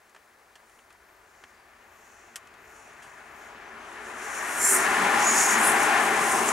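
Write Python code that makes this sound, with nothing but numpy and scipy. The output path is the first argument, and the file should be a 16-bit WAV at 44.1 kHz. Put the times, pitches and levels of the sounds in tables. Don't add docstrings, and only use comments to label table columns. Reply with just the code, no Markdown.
import sys
import numpy as np
from scipy import signal
from scipy.fft import rfft, irfft
from scipy.io import wavfile

SR = 44100
rng = np.random.default_rng(int(sys.argv[2]) if len(sys.argv) > 2 else 0)


def wav_record(signal):
    frames = np.transpose(np.atleast_2d(signal))
    bounded = np.clip(frames, -1, 1)
    quanta = np.round(bounded * 32767).astype(np.int16)
    wavfile.write(sys.argv[1], SR, quanta)


N = 287532
TIME = np.arange(N) / SR
FREQS = np.maximum(np.fft.rfftfreq(N, 1 / SR), 1)
SPEED_M_PER_S, TRACK_DISTANCE_M, ARRIVAL_S = 36.94, 8.37, 4.948


def from_db(db):
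    return 10 ** (np.asarray(db) / 20)


def over_hz(points):
    hz, value = np.transpose(points)
    return np.interp(np.log(FREQS), np.log(hz), value)


def below(hz, order):
    return 1 / np.sqrt(1 + (FREQS / hz) ** (2 * order))


def above(hz, order):
    return 1 / np.sqrt(1 + (hz / FREQS) ** (2 * order))


def resonances(modes):
    return from_db(sum(db / (1 + (2 * (FREQS - hz) / width) ** 2) for hz, width, db in modes))


def bell(peak_s, width_s):
    return np.exp(-.5 * ((TIME - peak_s) / width_s) ** 2)


def distance():
    return np.hypot(TRACK_DISTANCE_M, SPEED_M_PER_S * np.maximum(ARRIVAL_S - TIME, 0))


def at_distance(db, loss_db):
    return db - loss_db * np.log2(distance() / TRACK_DISTANCE_M)


def noise(gain):
    shaped = irfft(rfft(rng.standard_normal(N)) * gain, N)
    return shaped / np.sqrt(np.mean(shaped ** 2) + 1e-20)


def drift(rate_hz):
    return noise(below(rate_hz, order=2))


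# f/Hz, phase/rad
EAR_PHASE = [(50, 0.1), (450, -0.46), (700, -0.12), (900, -0.93), (1600, 0.3), (2500, -0.95), (3100, -1.08),
             (4400, 0)]
def stereo_noise(gain, likeness, balance):
    mid, side = rfft(rng.standard_normal((2, N))) * gain
    alike = np.clip(over_hz(likeness), 0, 1)
    ears = np.array([[1], [-1]])
    lean = from_db(ears * over_hz(balance) / 2) * np.exp(1j * ears * over_hz(EAR_PHASE) / 2)
    pair = irfft((np.sqrt(1 + alike) * mid + ears * np.sqrt(1 - alike) * side) * lean, N)
    return pair / np.std(pair.mean(axis=0))


def approaching(far_gain, near_gain, likeness, balance):
    nearness = np.clip(TRACK_DISTANCE_M / distance(), 0, 1) ** 5.2
    far = stereo_noise(far_gain, likeness, balance)
    near = stereo_noise(near_gain, likeness, balance)
    return np.sqrt(1 - nearness) * far + np.sqrt(nearness) * near


def wavering(hz, width, envelope):
    phase = 2 * np.pi * np.cumsum(hz * np.ones(N)) / SR
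    tone = drift(width / 2) * np.cos(phase) + drift(width / 2) * np.sin(phase)
    return envelope * tone / np.sqrt(np.average(tone ** 2, weights=envelope ** 2 + 1e-12))


def glides(rows):
    out = np.zeros(N)
    for start, length, start_hz, end_hz, db, width in rows:
        progress = np.clip((TIME - start) / length, 0, 1)
        hz = start_hz + (end_hz - start_hz) * progress
        out += from_db(db) * wavering(hz, width, np.sin(np.pi * progress))
    return out


# f/Hz, level/dB
RUMBLE_COLOUR = [(12, -30), (28, -9), (42, 0), (60, 3), (85, 2), (125, -8.5), (250, -25), (1000, -52)]
AIR_COLOUR = [(100, -1), (300, 3), (520, 12), (900, 10), (2500, -1.5), (4500, 0), (9000, -4.5),
              (15000, -7.5)]
# t/s, half width/s, gain/dB
LULL = (0.1, 0.3, -7)
# f/Hz, left minus right/dB
HISS_BALANCE = [(4400, 0.55), (8000, -0.67), (12000, 0)]
# f/Hz, likeness/0-1
HISS_LIKENESS = [(4400, 0.92), (7000, 0.68), (10000, 0.97), (12500, 1)]
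def wind(air_db=-64.5):
    lull_s, lull_width_s, lull_db = LULL
    rumble_db = at_distance(-58.5, loss_db=3.5) + lull_db * bell(lull_s, lull_width_s)
    rumble = noise(from_db(over_hz(RUMBLE_COLOUR)))
    air = stereo_noise(from_db(over_hz(AIR_COLOUR)), HISS_LIKENESS, HISS_BALANCE)
    return from_db(rumble_db) * rumble + from_db(air_db) * air


# t/s, length/s, start f/Hz, end f/Hz, level/dB, width/Hz
BIRD_CALLS = [(1.48, .2, 4820, 4740, -75, 160), (3.61, 0.11, 5780, 6200, -68, 30),
              (3.78, 0.086, 6250, 6300, -66, 30)]
def bird():
    return glides(BIRD_CALLS)


# t/s, level/dB, time to fade 60 dB/s, treble tilt/dB per octave
CLICKS = [(.095, -58, .04, 1), (0.148, -49, .05, -7), (0.163, -48, 0.046, -8), (.555, -46.5, 0.067, -5),
          (.697, -56, .03, -2), (0.79, -51, .04, -7.5), (.904, -50.5, 0.055, -6), (.927, -58, .03, 2),
          (1.438, -43, 0.048, -7), (2.358, -31, 0.054, 0), (2.472, -51, 0.043, -3.5),
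          (2.540, -52, .03, -3.5), (3.023, -50, 0.28, -3)]
# f/Hz, level/dB
CLICK_COLOUR = [(200, -23), (900, -8), (1800, 3), (2150, -5), (2600, 1), (3200, 1), (3700, -7),
                (5800, -2.5), (7000, 0.5), (8800, -2), (11800, -6.5), (13000, -12), (15000, -27)]
def clicks(pivot_hz=4000):
    out = np.zeros(N)
    octaves = np.log2(np.maximum(FREQS / pivot_hz, .2))
    for start, db, fade_s, tilt_db in CLICKS:
        age = np.maximum(TIME - start, 0)
        scatter = noise(from_db(over_hz(CLICK_COLOUR) + tilt_db * octaves))
        out += (age > 0) * from_db(db - 60 * np.minimum(age / fade_s, 2)) * scatter
    return out


# t/s, length/s, start f/Hz, end f/Hz, level/dB, width/Hz
SWISHES = [(.98, .3, 13400, 13400, -76, 1500), (1.76, 0.43, 13700, 12900, -74, 1700),
           (2.55, .27, 13400, 12900, -72, 1600), (3.26, 0.25, 13000, 12800, -71, 1700)]
def swishes():
    return glides(SWISHES)


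# t/s, length/s, start f/Hz, end f/Hz, level/dB, width/Hz
DRONE_NOTES = [(2.2, 1.8, 146.3, 143.3, -74, 22), (3.502, 1.2, 399.7, 417.5, -53, 100)]
def drones():
    return glides(DRONE_NOTES)


# t/s, length/s, start f/Hz, end f/Hz, level/dB, width/Hz
WHEEL_NOTES = [(1.4, 2.9, 2554, 2560, -68, 220), (2.604, 2.43, 1660, 1685, -60.5, 32),
               (4.802, 0.59, 835, 828, -35, 11), (5.647, 0.91, 788, 778, -35.5, 22),
               (6.15, 0.43, 1031, 1025, -34.5, 28)]
def wheel_ring():
    return glides(WHEEL_NOTES)


# t/s, length/s, start f/Hz, end f/Hz, level/dB, width/Hz
SQUEALS = [(4.585, 0.11, 7230, 7300, -28, 160), (4.62, 0.094, 7540, 7420, -25.5, 60),
           (5.18, 0.47, 6790, 6850, -30.5, 480), (5.25, 0.087, 6820, 6760, -24, 9.9),
           (5.35, .09, 6740, 6790, -29, 60), (5.62, 0.1, 9900, 10500, -27, 1300),
           (6.308, 0.026, 8650, 8580, -30.5, 15), (6.474, 0.031, 8100, 6340, -27.5, 40)]
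def squeals():
    return glides(SQUEALS)


# t/s, f/Hz, width/Hz, level/dB, time to fade 60 dB/s
THUMPS = [(4.699, 379.3, 41, -29, 0.56), (4.70, 278.5, 24, -39.5, 0.49), (4.971, 193.2, 14, -37.5, 0.67),
          (5.52, 223.4, 18, -29.5, 0.47)]
def thumps(rise_s=0.017):
    out = np.zeros(N)
    for start, hz, width, db, fade_s in THUMPS:
        age = np.maximum(TIME - start, 0)
        envelope = (1 - np.exp(-age / rise_s)) * from_db(-60 * age / fade_s)
        out += from_db(db) * wavering(hz, width, envelope)
    return out


# f/Hz, level/dB
HISS_COLOUR = [(2500, -44), (4400, -12), (5600, -0.5), (6900, 4.5), (7800, -0.5), (9200, -3.5),
               (9900, -4.5), (11100, -7.5), (11900, -13), (13200, -18), (15000, -23), (16000, -37)]
# f/Hz, width/Hz, gain/dB
RAIL_MODES = [(3600, 500, -3), (4050, 220, 5), (4900, 500, -5), (5850, 300, 3), (6300, 250, -3),
              (6800, 220, 3), (8120, 280, -6), (8480, 200, 5), (8800, 250, -3), (9450, 220, 5),
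              (10300, 400, -5), (11000, 400, 3)]
# peak t/s, half width/s, level/dB before the band gains, extra treble/dB
SURGES = [(.744, 0.082, -69, -2), (1.4, 0.11, -67, -17), (2.147, 0.16, -60.5, -12), (2.806, 0.12, -59, -7),
          (3.1, 0.11, -62.5, -5), (3.27, .075, -67.5, -2.5), (3.44, 0.068, -60, -7),
          (3.915, .05, -59.5, -4), (4.083, 0.04, -53, -6), (4.255, 0.058, -45.5, -6),
          (4.375, 0.055, -39.5, -6.5), (4.54, 0.072, -42.5, 2.8), (4.665, 0.05, -29, 4),
          (4.724, 0.039, -33, 12.5), (4.775, 0.066, -32, -1.5), (5.284, 0.075, -29, -6),
          (5.405, 0.054, -24, -4), (5.508, 0.038, -27.3, -4), (5.664, 0.059, -37, 9.5),
          (5.831, .042, -34.5, -1), (6.048, .034, -48, 10.5), (6.33, 0.11, -34.5, 0.5),
          (6.49, 0.022, -32, -1)]
def steel_hiss(split_hz=8000, lower_gain_db=-2.5, upper_gain_db=-.5, loss_db_per_m=0.82, flutter_db=0.8):
    direct = from_db(-39.5 - loss_db_per_m * (distance() - TRACK_DISTANCE_M))
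    carried_by_rails = from_db(-76.5)
    lower_power = upper_power = direct ** 2 + carried_by_rails ** 2
    for peak_s, width_s, db, treble_db in SURGES:
        surge = from_db(db) * bell(peak_s, width_s)
        lower_power = lower_power + surge ** 2
        upper_power = upper_power + (surge * from_db(treble_db)) ** 2
    colour, singing = from_db(over_hz(HISS_COLOUR)), resonances(RAIL_MODES)
    bands = [(np.sqrt(lower_power) * from_db(lower_gain_db), colour * below(split_hz, order=10)),
             (np.sqrt(upper_power) * from_db(upper_gain_db), colour * above(split_hz, order=10))]
    hiss = sum(level * approaching(band * singing, band, HISS_LIKENESS, HISS_BALANCE)
               for level, band in bands)
    return hiss * from_db(flutter_db * drift(60))


# f/Hz, level/dB
ROAR_COLOUR = [(60, -42), (140, -21), (200, -14.5), (400, -7.5), (700, -6), (1100, -3), (1750, -1.5),
               (2200, -5.5), (2800, -11.5), (3500, -18.5), (4400, -23), (7000, -26.5), (15000, -65)]
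# f/Hz, width/Hz, gain/dB
CABIN_MODES = [(231.8, 18, 7.5), (273, 56, -1), (382, 95, 4), (439, 23, 5), (496.5, 83, -9.5),
               (630, 36, 1.5), (697, 32, 4), (816, 82, 4), (915, 55, -1), (979, 47, 3.5), (1189, 19, 4),
               (1245, 16, -6.5), (1436, 19, 5), (1744, 38, 2)]
TRACK_MODES = [(788, 82, 5), (870, 77, 3), (1055, 100, 5)]
# f/Hz, left minus right/dB
ROAR_BALANCE = [(100, 1.8), (420, 1.4), (520, 9), (690, 3.5), (800, 5), (1000, 4), (1210, 8), (1330, 4),
                (1650, 5), (2500, 3.5), (3200, -1), (4400, 2)]
# f/Hz, likeness/0-1
ROAR_LIKENESS = [(200, 1), (400, 1), (700, 0.9), (1300, 0.76), (2400, 0.81), (4400, 0.5)]
# t/s, track and rasp gain/dB, wheel gain/dB
SWELLS = [(4.38, 1.5, 4), (4.7, -0.4, 3.5), (5.15, 2.2, 0.6), (5.4, -0.7, -0.5), (5.62, 2.3, 2.5),
          (5.92, 2.5, 2)]
def rolling_roar(body_hz=520, wheel_hz=1270, rasp_hz=2400, wheels_gone_s=6.1, flutter_db=0.69):
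    swell_db, ring_db = sum(np.outer(gains, bell(peak_s, width_s=0.091)) for peak_s, *gains in SWELLS)
    build_db_per_s, wheel_fade_db_per_s, rasp_fade_db_per_s = 1.84, 9.5, 4
    alongside_s, gone_s = np.maximum(TIME - ARRIVAL_S, 0), np.maximum(TIME - wheels_gone_s, 0)
    body_db = at_distance(-35.9, loss_db=8) + build_db_per_s * alongside_s
    track_db = at_distance(-28, loss_db=8.5) + swell_db
    wheel_db = at_distance(-27, loss_db=8.5) + ring_db - wheel_fade_db_per_s * gone_s
    rasp_db = at_distance(-35.5, loss_db=8.5) + swell_db - rasp_fade_db_per_s * gone_s
    colour = from_db(over_hz(ROAR_COLOUR)) * resonances(CABIN_MODES)
    middle = colour * above(body_hz, order=8) * below(wheel_hz, order=8)
    stereo = ROAR_LIKENESS, ROAR_BALANCE
    body = stereo_noise(colour * below(body_hz, order=8), *stereo)
    track = approaching(middle, middle * resonances(TRACK_MODES), *stereo)
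    wheels = stereo_noise(colour * above(wheel_hz, order=8) * below(rasp_hz, order=8), *stereo)
    rasp = stereo_noise(colour * above(rasp_hz, order=8), *stereo)
    parts = [(body_db, body), (track_db, track), (wheel_db, wheels), (rasp_db, rasp)]
    return sum(from_db(db + flutter_db * drift(11)) * part for db, part in parts)


def scene():
    train = rolling_roar() + thumps() + steel_hiss() + squeals() + wheel_ring() + drones() + swishes()
    return train + bird() + clicks() + wind()


def record(dry):
    cutoff_hz = 15750
    return signal.sosfilt(signal.ellip(12, .1, 90, cutoff_hz, fs=SR, output="sos"), dry)


dry = scene()
out = record(dry)
wav_record(out)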